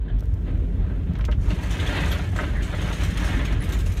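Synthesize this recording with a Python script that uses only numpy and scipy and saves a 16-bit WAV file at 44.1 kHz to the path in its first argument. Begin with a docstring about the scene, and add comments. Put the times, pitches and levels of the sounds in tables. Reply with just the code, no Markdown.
"""A low cabin boom over a muffled deck: a car rolls slowly over a suspension bridge, heard from inside.
The uneven deck shakes the body and the wheels thump between planks. After a few close clicks the
outside sound opens up, as through a lowered window: grit sizzles, steel fittings jingle, bolts and
boards squeak, and the loose planks clatter and knock on their beams."""
import sys
import numpy as np
from scipy import signal
from scipy.fft import rfft, irfft
from scipy.io import wavfile
from scipy.ndimage import uniform_filter1d

SR = 44100
rng = np.random.default_rng(int(sys.argv[2]) if len(sys.argv) > 2 else 0)


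def wrap_up_sound(samples):
    """Save the sound to the file named by the first command line argument, as 16-bit audio."""
    columns = np.atleast_2d(samples).T
    # keep every value between -1 and 1, then stretch to whole-number steps
    tamed = np.clip(columns, -1, 1)
    steps = np.round(tamed * 32767).astype(np.int16)
    wavfile.write(sys.argv[1], SR, steps)


N = 176400
T = np.arange(N) / SR


def amp(db):
    """Decibels to gain."""
    return 10 ** (np.asarray(db) / 20)


def unit(x):
    """Scales to rms 1."""
    return x / np.sqrt(np.mean(x ** 2) + 1e-20)


def level(rows, column=1):
    """Gain over time from one dB column."""
    rows = np.array(rows)
    return amp(np.interp(T, rows[:, 0], rows[:, column]))


def colour(x, points, tilt_db=0, skirt_db=36):
    """Shapes the spectrum, at rms 1; tilt and top skirt are per octave."""
    octave = np.log2(np.fft.rfftfreq(len(x), 1 / SR) + 1)
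    hz, db = np.transpose(points)
    knots = np.log2(hz)
    shape_db = np.interp(octave, knots, db + tilt_db * knots)
    shape_db -= skirt_db * np.maximum(octave - knots[-1], 0)
    return unit(irfft(rfft(x) * amp(shape_db), len(x)))


def resonant(x, modes):
    """Applies narrow spectral peaks."""
    f = np.fft.rfftfreq(len(x), 1 / SR)
    boost_db = sum(db / (1 + (2 * (f - hz) / width) ** 2) for hz, width, db in modes)
    return irfft(rfft(x) * amp(boost_db), len(x))


def uneven(x, spread_db, width_hz):
    """Applies random spectral peaks and valleys."""
    knots = np.arange(0, SR / 2, width_hz)
    db = np.interp(np.fft.rfftfreq(len(x), 1 / SR), knots, spread_db * rng.standard_normal(len(knots)))
    return irfft(rfft(x) * amp(db), len(x))


def steadied(x, span_s):
    """Levels out swells slower than span_s."""
    size = max(int(span_s * SR), 2)
    return x / np.sqrt(uniform_filter1d(uniform_filter1d(x ** 2, size), size) + 1e-9)


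def add(mix, at_s, sound):
    """Mixes a sound in."""
    part = mix[max(round(at_s * SR), 0):][:len(sound)]
    part += sound[:len(part)]


def blow(t, rise_s, t60_s):
    """Linear rise, exponential decay."""
    return np.minimum(t / rise_s, 1) * np.exp(-np.log(1000) * np.maximum(t - rise_s, 0) / t60_s)


def ring(modes, t):
    """Decaying modes, unit power at onset."""
    hz, db, t60_s = np.transpose(modes)[:, :, None]
    waves = np.sin(2 * np.pi * (hz * t + rng.random(hz.shape))) * np.exp(-np.log(1000) * t / t60_s)
    return (amp(db) * waves).sum(0) / np.sqrt(np.sum(amp(db) ** 2) / 2)


def impacts(size, per_s, spread_db):
    """Random impulses of either sign."""
    force = amp(spread_db * np.minimum(rng.exponential(1, size), 3.5))
    return force * rng.choice([-1, 1], size) * (rng.random(size) < per_s / SR)


def rattle(per_s, spread_db, t60_s, band_hz, count, modes):
    """Loose pieces struck at random, each with its own crack and modes."""
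    out, t = np.zeros(N), T[:SR // 6]
    pieces = []
    for _ in range(count):
        tone = ring([(hz, 0, t60_s) for hz in rng.uniform(*band_hz, size=modes)], t)
        pieces.append(tone + rng.standard_normal(len(t)) * blow(t, 0.00034, 0.047))
    for when, which, force, side in rng.random((int(per_s * N / SR), 4)):
        db = spread_db * min(-np.log(1 - force), 3.5)
        add(out, when * N / SR, amp(db) * np.sign(side - .5) * pieces[int(which * count)])
    return unit(out)


# (frequency [Hz], gain [dB])
AIR_SPECTRUM = [(2000, -18), (4000, -32), (5000, 1.5), (7000, -3), (9600, -3), (10400, -9), (12000, -3),
                (15300, -6)]

def air_hiss(level_db=-72.5, fade_s=0.23):
    """Faint cabin air fades in and holds."""
    return amp(level_db) * colour(rng.standard_normal(N), AIR_SPECTRUM) * np.minimum(T / fade_s, 1) ** 2


# (frequency [Hz], gain [dB])
DRONE_SPECTRUM = [(70, -12), (120, -1), (172, 2), (205, -2), (228, -12), (260, -3.5), (298, -11.5),
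                  (335, -11), (450, -15.5), (520, -22.5), (700, -27.5), (1500, -72)]
# (time [s], level [dB])
DRONE_ENVELOPE = [(0, -44), (.07, -36), (.2, -37), (.33, -39), (.42, -34), (.6, -32), (.9, -33.5),
                  (1.15, -33.5), (1.27, -36), (1.5, -33), (1.65, -34), (2, -31.5), (2.6, -33.5), (3, -33),
                  (3.4, -30), (3.75, -32), (4, -37)]

def tyre_drone():
    """Tyre noise carried through the body."""
    return steadied(colour(rng.standard_normal(N), DRONE_SPECTRUM), 0.081) * level(DRONE_ENVELOPE)


# (frequency [Hz], gain [dB])
BOOM_SPECTRUM = [(15, -44), (25, -19), (33, -6), (40, -11.5), (47, 7), (53, 4), (60, -3), (82, -3),
                 (105, -8.5), (135, -20), (220, -58)]
# (time [s], level [dB])
BOOM_ENVELOPE = [(0.0, -19.5), (0.1, -34), (0.12, -18), (0.17, -18), (0.21, -27), (0.34, -18.5),
                 (0.37, -27), (0.6, -20), (0.72, -25), (0.81, -19), (0.88, -24), (1.12, -24.5),
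                 (1.15, -28.5), (1.21, -21), (1.43, -18), (1.45, -32), (1.48, -16.5), (1.57, -27.5),
                 (1.65, -23), (1.68, -26), (1.71, -22.5), (1.87, -24), (2.03, -26), (2.05, -19.5),
                 (2.27, -27.5), (2.32, -19), (2.42, -30.5), (2.44, -24.5), (2.63, -21), (2.67, -29),
                 (2.93, -22), (2.97, -38), (3.01, -20), (3.09, -20), (3.14, -34), (3.17, -22), (3.42, -22),
                 (3.49, -25), (3.54, -18.5), (3.65, -25.5), (3.76, -21), (3.92, -20), (3.95, -33),
                 (4.0, -18)]

def cabin_boom():
    """The uneven deck shakes the car body."""
    return steadied(colour(rng.standard_normal(N), BOOM_SPECTRUM), 0.067) * level(BOOM_ENVELOPE)


# (time [s], level [dB], pitch [Hz])
WHEEL_DROPS = [(1.085, -18.5, 171), (1.126, -26, 173), (1.495, -26, 292), (1.52, -20, 177),
               (2.007, -18.5, 154), (2.404, -30.5, 287), (2.832, -23, 169), (3.044, -22, 154),
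               (3.116, -19.5, 188.3), (3.359, -23.5, 263), (3.531, -28, 166)]

def wheel_thumps():
    """Wheels drop between planks: one damped low tone each."""
    out, t = np.zeros(N), T[:SR // 2]
    for at_s, db, hz in WHEEL_DROPS:
        add(out, at_s, amp(db) * blow(t, rise_s=0.016, t60_s=0.096) * np.sin(2 * np.pi * hz * t))
    return out


# (time [s], level [dB], t60 [s], tilt [dB/oct])
CLICK_EVENTS = [(.187, -59, 0.015, 5), (0.195, -58.5, 0.047, 6), (0.207, -46.5, 0.0043, 8),
                (0.235, -63, .05, 8), (.256, -60.5, .03, 8), (0.341, -54.5, 0.013, 9),
                (1.135, -55, 0.034, 2), (1.154, -40.5, 0.084, -9.5), (1.188, -54, .05, 6),
                (1.209, -42.5, 0.1, -8.5), (1.242, -39.5, 0.046, -11), (1.251, -37, 0.055, 0),
                (1.314, -41, 0.059, -4.5), (1.323, -38, 0.099, -9)]
# (frequency [Hz], gain [dB])
CLICK_SPECTRUM = [(400, -27), (1200, -11), (2200, -2), (3300, 0), (4800, -8), (5900, -6), (8000, -15),
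                  (11000, -20), (12500, -18), (15000, -25)]
# (frequency [Hz], width [Hz], boost [dB])
PLASTIC_MODES = [(2140, 190, 1)]

def plastic_clicks(rise_s=0.00025):
    """Dry clicks and scuffs in the car: noise bursts with a snap at onset."""
    out, t = np.zeros(N), T[:SR // 4]
    snap = 1 + .8 * blow(t, rise_s, t60_s=.012)
    for at_s, db, t60_s, tilt_db in CLICK_EVENTS:
        plastic = colour(resonant(rng.standard_normal(len(t)), PLASTIC_MODES), CLICK_SPECTRUM, tilt_db)
        add(out, at_s, amp(db) * plastic * blow(t, rise_s, t60_s) * snap)
    return out


# (frequency [Hz], gain [dB])
GRIT_SPECTRUM = [(2500, -35), (4500, -3), (5100, -3), (5800, -1), (6500, 1), (7600, -5), (9600, -6),
                 (10400, -11), (12300, -10), (13600, -16), (15300, -18)]
# (time [s], level [dB])
GRIT_ENVELOPE = [(0, -78), (.17, -83), (.22, -75.5), (1.1, -73.5), (1.38, -71), (1.42, -56.5),
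                 (1.68, -54.5), (1.88, -49), (2.12, -46.5), (2.32, -57.5), (2.42, -53), (2.59, -59.5),
                 (2.85, -51), (3.28, -49.5), (3.59, -59.5), (3.72, -54), (4, -57)]

def grit_sizzle(wash_db=-13):
    """Grit and loose steel: dense tiny hits over a noise wash."""
    grit = rattle(per_s=1100, spread_db=2.8, t60_s=.06, band_hz=(3500, 15000), count=150, modes=5)
    grit += amp(wash_db) * rng.standard_normal(N)
    return colour(grit, GRIT_SPECTRUM) * level(GRIT_ENVELOPE)


# (time [s], length [s], pitch [Hz], width [Hz], level [dB])
SLIPS = [(0.073, 0.054, 3310, 500, -57), (0.07, 0.067, 1656, 294, -50), (1.317, 0.016, 3040, 600, -40.5),
         (1.862, .03, 3380, 250, -36), (1.941, 0.045, 3900, 1200, -42), (1.993, 0.068, 1980, 90, -36),
         (2.03, 0.029, 2600, 150, -37), (2.114, 0.023, 12400, 700, -42), (2.106, 0.028, 3320, 400, -38),
         (2.551, 0.07, 1813, 300, -36.5), (2.633, 0.039, 7700, 603, -50.5), (3.313, 0.12, 1860, 497, -38.5),
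         (3.602, 0.033, 10380, 80, -48), (3.611, 0.034, 1994, 250, -38.5), (3.736, 0.026, 7000, 700, -46.5)]

def squeaks():
    """Bolts and boards slip, each in one rough resonance."""
    out = np.zeros(N)
    for at_s, length_s, hz, width_hz, db in SLIPS:
        t = np.arange(0, length_s, 1 / SR)
        lowpass = signal.butter(2, width_hz / 2, fs=SR, output="sos")
        waver = signal.sosfilt(lowpass, rng.standard_normal(N) + 1j * rng.standard_normal(N))[-len(t):]
        tone = unit((waver * np.exp(2j * np.pi * hz * t)).real)
        add(out, at_s, amp(db) * tone * np.sin(np.pi * (t / length_s) ** 0.74))
    return out


# (time [s], level [dB], tilt [dB/oct], chatter t60 [s], ring focus [Hz], ring gain [dB])
JINGLE_EVENTS = [(1.502, -37, -10, 0.18, 6400, -25), (1.625, -42.5, -3, 0.23, 14750, -20),
                 (1.703, -37.5, -3.5, 0.31, 6400, -25), (1.796, -33, -7.5, .16, 6400, -32),
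                 (1.86, -38.5, -5.5, .2, 6551, -11), (2.115, -34, -8, 0.15, 12613, -22),
                 (2.359, -43, -2.5, 0.25, 7284, -7), (2.62, -41.5, -3, 0.34, 7741, -18),
                 (2.812, -42, -2, 0.23, 6551, -9), (2.925, -37, -4.5, 0.19, 6551, -13),
                 (3.004, -38.5, -4, 0.16, 6400, -20), (3.032, -37, -2.5, 0.23, 6551, -16),
                 (3.17, -36, -5, 0.14, 6400, -13), (3.239, -40.5, -1.5, 0.47, 6551, -14),
                 (3.447, -33, -5, 0.12, 6551, -18), (3.52, -41.5, -3, 0.074, 8280, -24),
                 (3.62, -41.5, -2, 0.15, 14750, -12), (3.636, -47.5, 4, .18, 12613, -9),
                 (3.688, -45.5, 4, 0.18, 8280, -9), (3.72, -36, 0.5, 0.12, 14750, -20),
                 (3.785, -42, 1, 0.1, 14750, -10), (3.801, -41, -0.5, 0.075, 12613, -21),
                 (3.859, -40, 0, 0.14, 10794, -14.5), (3.918, -47, 3, 0.14, 12613, -8),
                 (3.969, -42, -2.5, 0.26, 6551, -14)]
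# (frequency [Hz], gain [dB])
CHATTER_SPECTRUM = [(1000, -48), (2000, 2.5), (3300, 8), (4900, -0.5), (6500, 4), (7800, -1.5),
                    (9600, -1.5), (10500, -12.5), (12500, -4.5), (14000, -10)]
# (frequency [Hz], gain [dB], t60 [s])
STEEL_MODES = [(6400, -3, .16), (6551, -3, .2), (7284, -3, .2), (7741, 0, .3), (8280, -4, .16),
               (10794, -1, .35), (12613, -1, .35), (14750, -7, .22)]

def steel_fittings(rise_s=0.0043, detune=.001, vary_db=2, focus_db=13, focus_span_hz=250):
    """Loose steel chatters in a burst of touches, then rings on in detuned mode pairs."""
    out, t = np.zeros(N), T[:SR // 2]
    for at_s, db, tilt_db, t60_s, focus_hz, ring_db in JINGLE_EVENTS:
        touches = uneven(impacts(len(t), per_s=1800, spread_db=0.59), spread_db=3.5, width_hz=300)
        chatter = colour(touches, CHATTER_SPECTRUM, tilt_db) * blow(t, rise_s, t60_s)
        modes = []
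        for hz, mode_db, life_s in STEEL_MODES + STEEL_MODES:
            mode_db += focus_db * (abs(hz - focus_hz) < focus_span_hz)
            modes.append((hz * (1 + detune * rng.normal()), mode_db + vary_db * rng.normal(), life_s))
        ringing = amp(ring_db) * ring(modes, t) * np.minimum(t / rise_s, 1)
        add(out, at_s, amp(db) * (chatter + ringing))
    return out


# shared by all planks (frequency [Hz], width [Hz], boost [dB])
DECK_RESONANCES = [(595, 31, 3.5), (969, 29, -0.5), (1277, 28, 3.5), (1536, 27, 4), (1975, 60, 3),
                   (2677, 81, 3), (2925, 29, 0.5), (3286, 55, 3), (3625, 76, 2.5)]
# (frequency [Hz], gain [dB])
HOLLOW_SPECTRUM = [(200, -28), (265, 11.5), (298, 14.5), (345, 0.5), (420, 1.5), (500, -1), (600, 0.5),
                   (700, -3), (800, -3.5), (950, -2.5), (1150, -9), (1500, -12), (3000, -85)]
# (frequency [Hz], gain [dB])
CLACK_SPECTRUM = [(600, -33), (1100, -10.5), (1270, -5), (1400, -8.5), (1545, -2), (1720, 0), (1930, -3.5),
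                  (2350, -2), (2700, -6), (3400, -7), (4200, -13), (5000, -25), (9000, -64)]
# (time [s], hollow level [dB], clack level [dB])
CLATTER_ENVELOPE = [(0, -55, -58), (.1, -53, -55), (.3, -57, -58), (.44, -55, -57), (.48, -48, -48),
                    (.55, -52, -53), (.72, -56, -56), (.83, -49, -51), (1, -54, -54), (1.17, -50, -51),
                    (1.37, -54, -58), (1.5, -43, -41), (1.58, -45, -42), (1.85, -39, -33),
                    (1.98, -32, -27.5), (2.09, -40, -34), (2.13, -38, -32), (2.33, -47, -45),
                    (2.44, -36, -35), (2.53, -44, -42), (2.7, -44, -39), (2.76, -40, -36), (2.9, -37, -35),
                    (2.97, -45, -38), (3.02, -40, -34), (3.13, -46, -38), (3.25, -37, -32), (3.5, -42, -36),
                    (3.6, -46, -42), (3.73, -42, -37), (3.83, -49, -44), (4, -49, -44)]

def plank_clatter(hollow_db=1, clack_db=-3):
    """Loose planks rattle: hollow wood below, a hard clack above."""
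    wood = rattle(per_s=600, spread_db=2.5, t60_s=0.13, band_hz=(303.4, 4996), count=60, modes=9)
    wood = resonant(wood, DECK_RESONANCES)
    hollow = steadied(colour(wood, HOLLOW_SPECTRUM), 0.22) * level(CLATTER_ENVELOPE)
    clack = steadied(colour(wood, CLACK_SPECTRUM), 0.051) * level(CLATTER_ENVELOPE, column=2)
    return amp(hollow_db) * hollow + amp(clack_db) * clack


# (time [s], level [dB], crack t60 [s], tilt [dB/oct], rise [s])
KNOCK_EVENTS = [(0.074, -58, 0.33, 17, 0.01), (0.2235, -42, 0.021, -8.5, 0.0011),
                (.46, -37, 0.16, -3.5, 0.023), (0.894, -41, 0.43, -2, 0.0077),
                (1.191, -36.5, 0.074, -1, 0.003), (1.278, -24, 0.067, -5.5, 0.011),
                (1.503, -35, 0.37, -6, 0.0065), (1.627, -37, 0.068, 7, 0.0069), (1.932, -50, .14, 9, .004),
                (1.976, -40, 0.13, 2, 0.0048), (2.358, -32, 0.83, 0.5, 0.0026),
                (2.387, -23.5, 0.22, 3.5, 0.0013), (2.425, -31, 0.15, -4, 0.0083),
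                (2.735, -33.5, 0.16, -3, 0.0031), (3.233, -33, 0.28, -1, 0.017),
                (3.522, -33.5, 0.072, 1, 0.0031), (3.723, -41, 0.2, 3, 0.0043),
                (3.862, -39.5, 0.13, -4, .004)]
# (frequency [Hz], gain [dB])
CRACK_SPECTRUM = [(200, -6.5), (550, 5), (1000, -7), (1500, 0.5), (2100, -1), (3000, -13), (5000, -35),
                  (12000, -68)]
# (frequency [Hz], gain [dB], free t60 [s])
PLANK_MODES = [(596.4, 2, 0.24), (615.4, 1.5, 0.22), (930, -5.5, 0.24), (1056, -2, 0.11), (1264, -0.5, .25),
               (1332, 6, 0.059), (1551, -0.5, 0.18), (1670, 3, 0.052), (1894, -12, 0.14), (2093, -6.5, 0.3)]

def plank_knocks(crack_db=-6, ring_db=.5):
    """A plank slaps its beam: a crack plus the damped modes of the board."""
    out, t = np.zeros(N), T[:SR // 2]
    for at_s, db, t60_s, tilt_db, rise_s in KNOCK_EVENTS:
        deck = resonant(resonant(rng.standard_normal(len(t)), DECK_RESONANCES), DECK_RESONANCES)
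        crack = steadied(colour(deck, CRACK_SPECTRUM, tilt_db), 0.018) * blow(t, rise_s, t60_s)
        modes = [(hz, mode_db + tilt_db * np.log2(hz), life_s) for hz, mode_db, life_s in PLANK_MODES]
        board = ring(modes, t) * blow(t, rise_s, 2 * t60_s)
        knock = amp(crack_db) * crack + amp(ring_db) * board
        add(out, at_s, amp(db) * knock * np.minimum(t / rise_s, 1))
    return out


def scene():
    """Car and bridge, heard in the cabin; mono."""
    car = cabin_boom() + tyre_drone() + air_hiss() + wheel_thumps()
    deck = plank_clatter() + grit_sizzle() + plank_knocks()
    return (car + deck + plastic_clicks() + steel_fittings() + squeaks())[None]


def record(dry):
    """Cuts the deepest bass and the highest treble."""
    low_hz, high_hz = 28.2, 15750
    highpass = signal.butter(4, low_hz, "high", fs=SR, output="sos")
    lowpass = signal.firwin(511, high_hz, window=("kaiser", 9), fs=SR)
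    return signal.oaconvolve(signal.sosfiltfilt(highpass, dry), lowpass[None], "same")


dry = scene()
out = record(dry)
wrap_up_sound(out)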